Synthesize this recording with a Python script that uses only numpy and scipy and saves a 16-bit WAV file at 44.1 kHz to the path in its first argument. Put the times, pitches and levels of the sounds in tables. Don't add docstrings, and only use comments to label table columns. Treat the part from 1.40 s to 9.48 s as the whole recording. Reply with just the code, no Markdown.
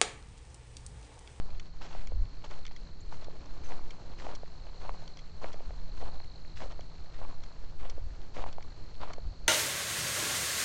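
import sys
import numpy as np
from scipy import signal
from scipy.fft import rfft, irfft
from scipy.io import wavfile
from scipy.ndimage import uniform_filter1d

SR = 44100
rng = np.random.default_rng(int(sys.argv[2]) if len(sys.argv) > 2 else 0)


def waveform_to_disk(signal):
    frames = np.transpose(np.atleast_2d(signal))
    scaled = np.clip(frames, -1, 1) * 32767
    samples = np.round(scaled).astype(np.int16)
    wavfile.write(sys.argv[1], SR, samples)


N = 356283
TIME = np.arange(N) / SR


def gain_of(db):
    return 10 ** (np.asarray(db) / 20)


def evened(x):
    return x / np.sqrt(np.mean(x ** 2) + 1e-20)


def pooled(gains):
    return np.sqrt(sum(g ** 2 for g in gains))


def columns(rows):
    s, *rest = np.transpose(rows)
    return [np.interp(TIME, s, c) for c in rest]


def add(mix, s, sound):
    part = mix[round(s * SR):][:len(sound)]
    part += sound[:len(part)]


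def coloured(x, points):
    hz, db = np.transpose(points)
    f = np.fft.rfftfreq(len(x), 1 / SR)
    gain = gain_of(np.interp(np.log(f + 1), np.log(hz + 1), db))
    return evened(irfft(rfft(x) * gain, len(x)))


def resonate(x, hz, width):
    r = np.exp(-np.pi * width / SR)
    return 2 * signal.lfilter([1 - r], [1, -r * np.exp(2j * np.pi * hz / SR)], x).real


def wobble(seconds):
    size = int(seconds * SR)
    once = uniform_filter1d(rng.standard_normal(N), size)
    return evened(uniform_filter1d(once, size))


def swell(start, rise, end, sag_db_per_s, release):
    t = TIME - start
    sag_db = sag_db_per_s * np.maximum(t - rise, 0)
    release_db = 20 * np.maximum(t - end, 0) / max(release, .002)
    return np.clip(t / max(rise, .002), 0, 1) ** 2 * gain_of(-sag_db - release_db)


def grains(low_hz, high_hz, per_s, cycles, spread_db, clumps_db, count):
    sizes = gain_of(spread_db * np.minimum(rng.exponential(1, N), 4))
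    sizes *= rng.random(N) < per_s / SR
    sizes *= rng.choice([-1., 1.], N) * gain_of(clumps_db)
    kind, out = rng.integers(0, count, N), np.zeros(N)
    for k, hz in enumerate(np.geomspace(low_hz, high_hz, count)):
        turns = np.arange(int(6 * cycles * SR / hz)) * hz / SR
        wavelet = np.sin(2 * np.pi * turns) * turns * np.exp(-2 * turns / cycles)
        out += signal.oaconvolve(sizes * (kind == k), wavelet / np.linalg.norm(wavelet))[:N]
    return evened(out)


# (frequency [Hz], level per Hz [dB])
WIND_COLOUR = [(4.7, -28), (8, -18.5), (18, 0.5), (50, -13.5), (100, -21), (130, -41), (200, -42.5),
               (340, -57.5), (570, -120)]
# (peak time [s], level [dB], half-width to 1/e [s])
GUSTS = [(.13, -39, 0.085), (.79, -29.5, 0.076), (1.8, -52, 0.064), (2.32, -48, 0.085), (3.45, -46.5, 0.13),
         (4.33, -34.5, 0.043), (4.5, -43, 0.32), (4.7, -40.5, 0.11), (6.67, -34, 0.11), (7.05, -38.5, 0.06),
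         (7.86, -32, 0.05)]
WIND_DB = -44
STRIDE_WIND_DB, STRIDE_WIND_S = -48.5, 0.14


def wind():
    puffs = GUSTS + [(s + weight, STRIDE_WIND_DB, STRIDE_WIND_S) for s, weight, *_ in STEPS]
    puff_gains = [gain_of(db) * np.exp(-((TIME - s) / width) ** 2) for s, db, width in puffs]
    level = pooled([gain_of(WIND_DB)] + puff_gains)
    lumps_db = 1.5 * wobble(.03)
    return level * gain_of(lumps_db) * coloured(rng.standard_normal(N), WIND_COLOUR)


# (frequency [Hz], relative level [dB])
AIR_COLOUR = [(70, -23.5), (120, 0.5), (212, -8.5), (817, -17), (1850, -23), (3320, -27.5), (7130, -29.5),
              (8370, -37.5), (10900, -65)]
AIR_DB = -58


def air():
    return gain_of(AIR_DB + 0.99 * wobble(0.029)) * coloured(rng.standard_normal(N), AIR_COLOUR)


# (time [s], frequency [Hz], level [dB])
HUM = [(0, 160.7, -64.5), (3, 161.2, -62), (6.2, 157.8, -62), (6.5, 156.3, -67.5), (8.1, 159.6, -65.5)]


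def hum():
    hz, level_db = columns(HUM)
    phase = 2 * np.pi * np.cumsum(hz + 1.5 * wobble(0.09)) / SR
    return np.sqrt(2) * gain_of(level_db + 1.1 * wobble(0.26)) * np.sin(phase)


NEAR_CRICKET = 50, 4170, [(0, 7), (.5, 11), (1, 12), (2, 15.6), (2.5, 19.6), (3.1, 20.8), (3.6, 19.8),
                (4.8, 19.6), (5.3, 20.4), (6.1, 25), (6.4, 26), (7, 25), (8.1, 22.6)]
FAR_CRICKET = 58.2, 4330, [(0, -7), (1.9, -7), (2.6, -3), (4, -4), (5, 1.8), (6.1, 7), (6.5, 7), (7.4, 3),
               (8.1, 2.5)]
# (time [s], near level [dB], far level [dB])
CRICKET_LEVELS = [(0, -71.5, -77), (.5, -72.5, -69), (1.5, -67.5, -72.5), (2.5, -70, -75.5),
                  (3.6, -64.5, -70), (4.2, -69.5, -72.5), (4.8, -60.5, -73.5), (5.4, -67.5, -74),
                  (6.1, -67.5, -76), (6.4, -80, -80), (7, -70, -79), (7.4, -69.5, -70.5), (8.1, -71.5, -68)]


def cricket(per_s, centre_hz, rows, level_db, length=.0135, fall_hz=850):
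    late_ms = columns(rows)[0]
    strokes = per_s * (TIME - late_ms / 1000) + .5
    u = (strokes % 1 - .5) / per_s
    uneven, detune, start = rng.standard_normal((600, 3))[strokes.astype(int) % 600].T
    slide = fall_hz * (u ** 2 / (2 * length) + u ** 3 / (3 * length ** 2))
    turns = (centre_hz + 40 * detune) * u - slide + start
    pulse = np.cos(np.pi * np.clip(u / length, -.5, .5)) ** 2
    return gain_of(level_db + 2.0 * uneven) * evened(np.sin(2 * np.pi * turns) * pulse)


CHORUS_HZ, CHORUS_DB = 4343, -70.5


def chorus():
    band = resonate(resonate(rng.standard_normal(N), CHORUS_HZ, 650), CHORUS_HZ, 650)
    flutter_db = 1.5 * wobble(.006) + .8 * wobble(.3)
    return gain_of(CHORUS_DB + flutter_db) * evened(band)


# (sole touches the leaves at [s], full weight after [s], rolls from heel to ball after [s],
# lull in that roll [dB], lifts after [s], scuff [dB], leaf crush [dB], thin crackle [dB])
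STEPS = [(-.1, .04, 0.083, 0, 0.25, -55.5, -73, -77), (0.399, 0.011, 0.084, -4, 0.23, -50.5, -53.5, -58.5),
         (1.028, 0.019, 0.056, -11, 0.16, -50.5, -56.5, -61),
         (1.698, 0.023, 0.086, -8, .15, -52.5, -58.5, -64), (2.221, 0.069, 0.051, 0, 0.15, -50, -57, -62.5),
         (2.772, 0.053, 0.16, -5, 0.17, -45.5, -53.5, -60),
         (3.388, .05, .075, -0.5, 0.094, -47.5, -57.5, -66.5),
         (4.001, 0.022, 0.14, -1, .15, -48, -59, -63.5), (4.549, 0.072, 0.17, -8, 0.21, -48, -59, -65),
         (5.149, 0.073, .14, -14, 0.17, -46.5, -53.5, -59),
         (5.721, 0.11, .16, -2.5, 0.21, -50.5, -61.5, -70),
         (6.38, 0.036, 0.095, -2.5, .13, -51, -57.5, -70), (6.929, 0.035, 0.12, -14, 0.16, -46, -54, -60.5),
         (7.59, 0.016, 0.079, -6.5, 0.13, -46.5, -55, -67)]
# (time [s], level [dB], level of its dull part [dB])
RUSTLE = [(0, -68, -64), (.3, -74, -74), (.7, -64, -66), (1, -72.5, -70), (1.6, -72.5, -65.5),
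          (2.05, -59, -59.5), (2.7, -59.5, -63), (3.1, -64, -70), (3.6, -56, -74), (3.9, -69.5, -75),
          (4.2, -60.5, -64), (4.8, -62, -71.5), (5.1, -70, -67.5), (5.5, -64.5, -72), (6, -61.5, -75),
          (6.3, -65.5, -67.5), (7.4, -64, -66.5), (8.1, -65, -71)]
RUSTLE_CRUSH_DB, RUSTLE_CRACKLE_DB = -9, -12.5
ROLL_S = 0.014
STEP_MURMUR_DB = -10
SCUFF_SAG_DB_PER_S, SCUFF_RELEASE_S = 40.5, 0.066
CRUSH_RISE_S, CRUSH_SAG_DB_PER_S, CRUSH_RELEASE_S = 0.019, 28, 0.028
CRACKLE_RISE_S, CRACKLE_SAG_DB_PER_S, CRACKLE_RELEASE_S = 0.019, 46.5, .04
SCATTER_DB, SCATTER_S = -27, .03
DEBRIS_DB, DEBRIS_S = -10, 0.0087


def tread():
    rustle, dull = gain_of(columns(RUSTLE))
    soil = [rustle]
    leaves = [rustle * gain_of(RUSTLE_CRUSH_DB)]
    fine = [rustle * gain_of(RUSTLE_CRACKLE_DB)]
    for s, weight, roll, lull_db, lift, scuff_db, crush_db, crackle_db in STEPS:
        lull = gain_of(lull_db * np.exp(-((TIME - s - roll) / ROLL_S) ** 2))
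        grind = swell(s, weight, lift, SCUFF_SAG_DB_PER_S, SCUFF_RELEASE_S)
        give = swell(s, CRUSH_RISE_S, lift, CRUSH_SAG_DB_PER_S, CRUSH_RELEASE_S)
        splinter = swell(s, CRACKLE_RISE_S, lift, CRACKLE_SAG_DB_PER_S, CRACKLE_RELEASE_S)
        soil.append(lull * gain_of(scuff_db) * grind)
        leaves.append(lull * gain_of(crush_db) * give)
        fine.append(lull * gain_of(crackle_db) * splinter)
    soil += [gain_of(db + SCATTER_DB) * swell(s, 0, 0, 0, SCATTER_S) for s, db, *_ in KNOCKS]
    leaves += [gain_of(db + DEBRIS_DB) * swell(s, 0, 0, 0, DEBRIS_S) for s, db, *_ in SNAPS]
    slips = wobble(.004) + .8 * wobble(.012)
    scuff = grains(510, 1125, per_s=1300, cycles=0.94, spread_db=3.0, clumps_db=2.0 * slips, count=9)
    crush = grains(1340, 3890, per_s=3300, cycles=1.34, spread_db=3.0, clumps_db=2.2 * slips, count=9)
    crackle = grains(4200, 7450, per_s=39000, cycles=3.7, spread_db=5.0, clumps_db=0.65 * slips, count=9)
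    murmur = grains(248, 448, per_s=650, cycles=1.5, spread_db=1.5, clumps_db=1.7 * slips, count=5)
    soil_level = pooled(soil)
    murmur_level = pooled([dull, soil_level * gain_of(STEP_MURMUR_DB)])
    low = murmur_level * murmur + soil_level * scuff
    return low + pooled(leaves) * crush + pooled(fine) * crackle


def settling():
    return gain_of(-74) * grains(900, 3500, per_s=30, cycles=.8, spread_db=2.5, clumps_db=0, count=5)


GAIT = [-.45, .144, .75, 1.299, 1.888, 2.447, 3.046, 3.617, 4.186, 4.775, 5.382, 5.981, 6.581, 7.17, 7.778,
        8.38]
# (multiple of the step rate, level [dB], lag [cycles])
HEAVE = [(1, -35, .27), (2, -33, -.03), (3, -41, -.04), (4, -43.5, -.04), (5, -48, .02)]


def heave():
    steps = np.interp(TIME, GAIT, np.arange(len(GAIT)))
    swing = sum(np.sqrt(2) * gain_of(db) * np.cos(2 * np.pi * (k * steps - lag)) for k, db, lag in HEAVE)
    return swing * gain_of(2.2 * wobble(0.48))


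# (time [s], peak level [dB], length [s], centre of the colour [Hz])
SNAPS = [(0.103, -48.5, 0.0013, 2400), (0.197, -36.5, 0.0053, 3300), (0.6717, -37, 0.0036, 4350),
         (0.894, -55, 0.0028, 6500), (1.11, -46, 0.0043, 4070), (1.252, -38, 0.0033, 2200),
         (1.2656, -35.5, 0.0014, 4600), (1.279, -42.5, 0.0023, 2800), (1.319, -48, .002, 2400),
         (1.362, -42, 0.0083, 3630), (1.844, -40.5, 0.0042, 5150), (2.058, -49, 0.004, 6000),
         (2.506, -39.5, 0.0062, 3300), (2.95, -39.5, 0.01, 5400), (3.677, -40, 0.0034, 3760),
         (3.771, -41.5, 0.0035, 5000), (3.789, -44, 0.0096, 3200), (4.128, -40.5, 0.012, 5000),
         (4.13, -54, 0.0036, 5440), (4.843, -48, 0.0042, 3300), (5.32, -43.5, 0.0028, 3480),
         (5.321, -57, 0.0035, 3500), (5.4074, -41.5, 0.0032, 4330), (6.035, -42.5, 0.0064, 3600),
         (6.4976, -38.5, 0.0059, 5370), (7.1274, -38.5, 0.0024, 4070), (7.225, -45, 0.0047, 3300),
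         (7.733, -38, 0.006, 4810)]
# (frequency [Hz], nominal width [Hz], level [dB])
SNAP_RING = [(1300, 660, 2), (2200, 770, 3), (3300, 820, 2), (4420, 1100, -1.5), (5330, 1960, 0),
             (6620, 580, -14)]


def snaps():
    out, t = np.zeros(N), np.arange(1300) / SR
    no_bass = signal.butter(N=2, Wn=900, btype="high", fs=SR, output="sos")
    all_cracks = rng.standard_normal((len(SNAPS), len(t)))
    for (s, db, length, centre_hz), cracks in zip(SNAPS, all_cracks):
        burst = cracks * np.sqrt(abs(cracks)) * np.exp(-(t / max(length, .0005)) ** 2)
        snap = np.zeros(len(t))
        for hz, width, mode_db in SNAP_RING:
            mode = resonate(resonate(burst, hz, 0.96 * width), hz, 0.96 * width)
            snap += gain_of(mode_db - 4.6 * np.log2(hz / centre_hz) ** 2) * mode / np.sqrt(width)
        snap = signal.sosfilt(no_bass, snap)
        add(out, s, gain_of(db) * snap / abs(snap).max())
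    return out


# (time [s], ring level [dB], pitch [Hz], sharp edge relative to the ring [dB])
KNOCKS = [(0.55, -30, 714, -15), (0.72, -32.5, 550, -20), (1.312, -39, 820, -7), (1.726, -34.5, 700, -13),
          (1.883, -31.5, 543, -26), (2.321, -32, 850, -3.5), (2.393, -34.5, 960, -24),
          (2.463, -44.5, 468, -7), (2.867, -26, 690, -12), (3.033, -31.5, 574, -20),
          (3.4933, -21.5, 940, -12), (4.0435, -25.5, 654, -6.5), (4.143, -33.5, 530, -9),
          (4.206, -35.5, 550, -20), (4.307, -34.5, 607, -10.5), (4.802, -35.5, 916, -6.5),
          (5.049, -47, 870, 1.5), (5.259, -36, 526, -21), (5.393, -32.5, 605, -15), (5.815, -32, 623, -17),
          (6.58, -32, 486, -32), (6.968, -29, 584, -9), (7.04, -22.5, 890, -12.5), (7.063, -27.5, 800, -28),
          (7.183, -27, 780, -18.5), (7.208, -43, 895, -3), (7.675, -33.5, 915, -11), (7.782, -31, 550, -25)]


def knocks():
    out, t = np.zeros(N), np.arange(1000) / SR
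    for s, db, hz, edge_db in KNOCKS:
        turns = hz * t
        ring = (turns / 0.76 * np.exp(1 - turns / 0.64)) ** 1.75 * np.sin(2 * np.pi * turns)
        edge_envelope = t / 0.00017 * np.exp(1 - t / 0.00022)
        edge = gain_of(edge_db) * np.sin(2 * np.pi * 1900 * t) * edge_envelope
        add(out, s, gain_of(db) * (ring + edge))
    return out


# (time [s], length [s], start pitch [Hz], end pitch [Hz], glide time [s], peak level [dB])
CHIPS = [(1.602, 0.018, 5400, 7700, 0.0063, -56.5), (2.243, 0.011, 5900, 6270, 0.003, -54),
         (2.265, 0.0064, 6150, 6100, 0.0031, -56), (2.285, .012, 6250, 6130, .004, -56)]


def bird():
    out = np.zeros(N)
    for s, length, start_hz, end_hz, glide, db in CHIPS:
        t = np.arange(int(length * SR)) / SR
        hz = end_hz + (start_hz - end_hz) * np.exp(-t / glide)
        whistle = np.sin(2 * np.pi * np.cumsum(hz) / SR)
        add(out, s, gain_of(db) * signal.windows.tukey(len(t), .6) * whistle)
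    return out


def scene():
    near_db, far_db = columns(CRICKET_LEVELS)
    crickets = cricket(*NEAR_CRICKET, near_db) + cricket(*FAR_CRICKET, far_db) + chorus()
    woods = air() + hum() + crickets + bird()
    walker = tread() + settling() + heave() + snaps() + knocks()
    return (wind() + woods + walker)[None]


OFFSET = -.0073
EDGE_HZ = 8500


def record(dry):
    dulled = signal.sosfilt(signal.butter(N=4, Wn=7300, fs=SR, output="sos"), dry) + OFFSET
    held = np.pad(dulled, ((0, 0), (255, 255)), "edge")
    band_limit = signal.firwin(511, EDGE_HZ, window=("kaiser", 9), fs=SR)
    return signal.oaconvolve(held, band_limit[None], "valid")


dry = scene()
out = record(dry)
waveform_to_disk(out)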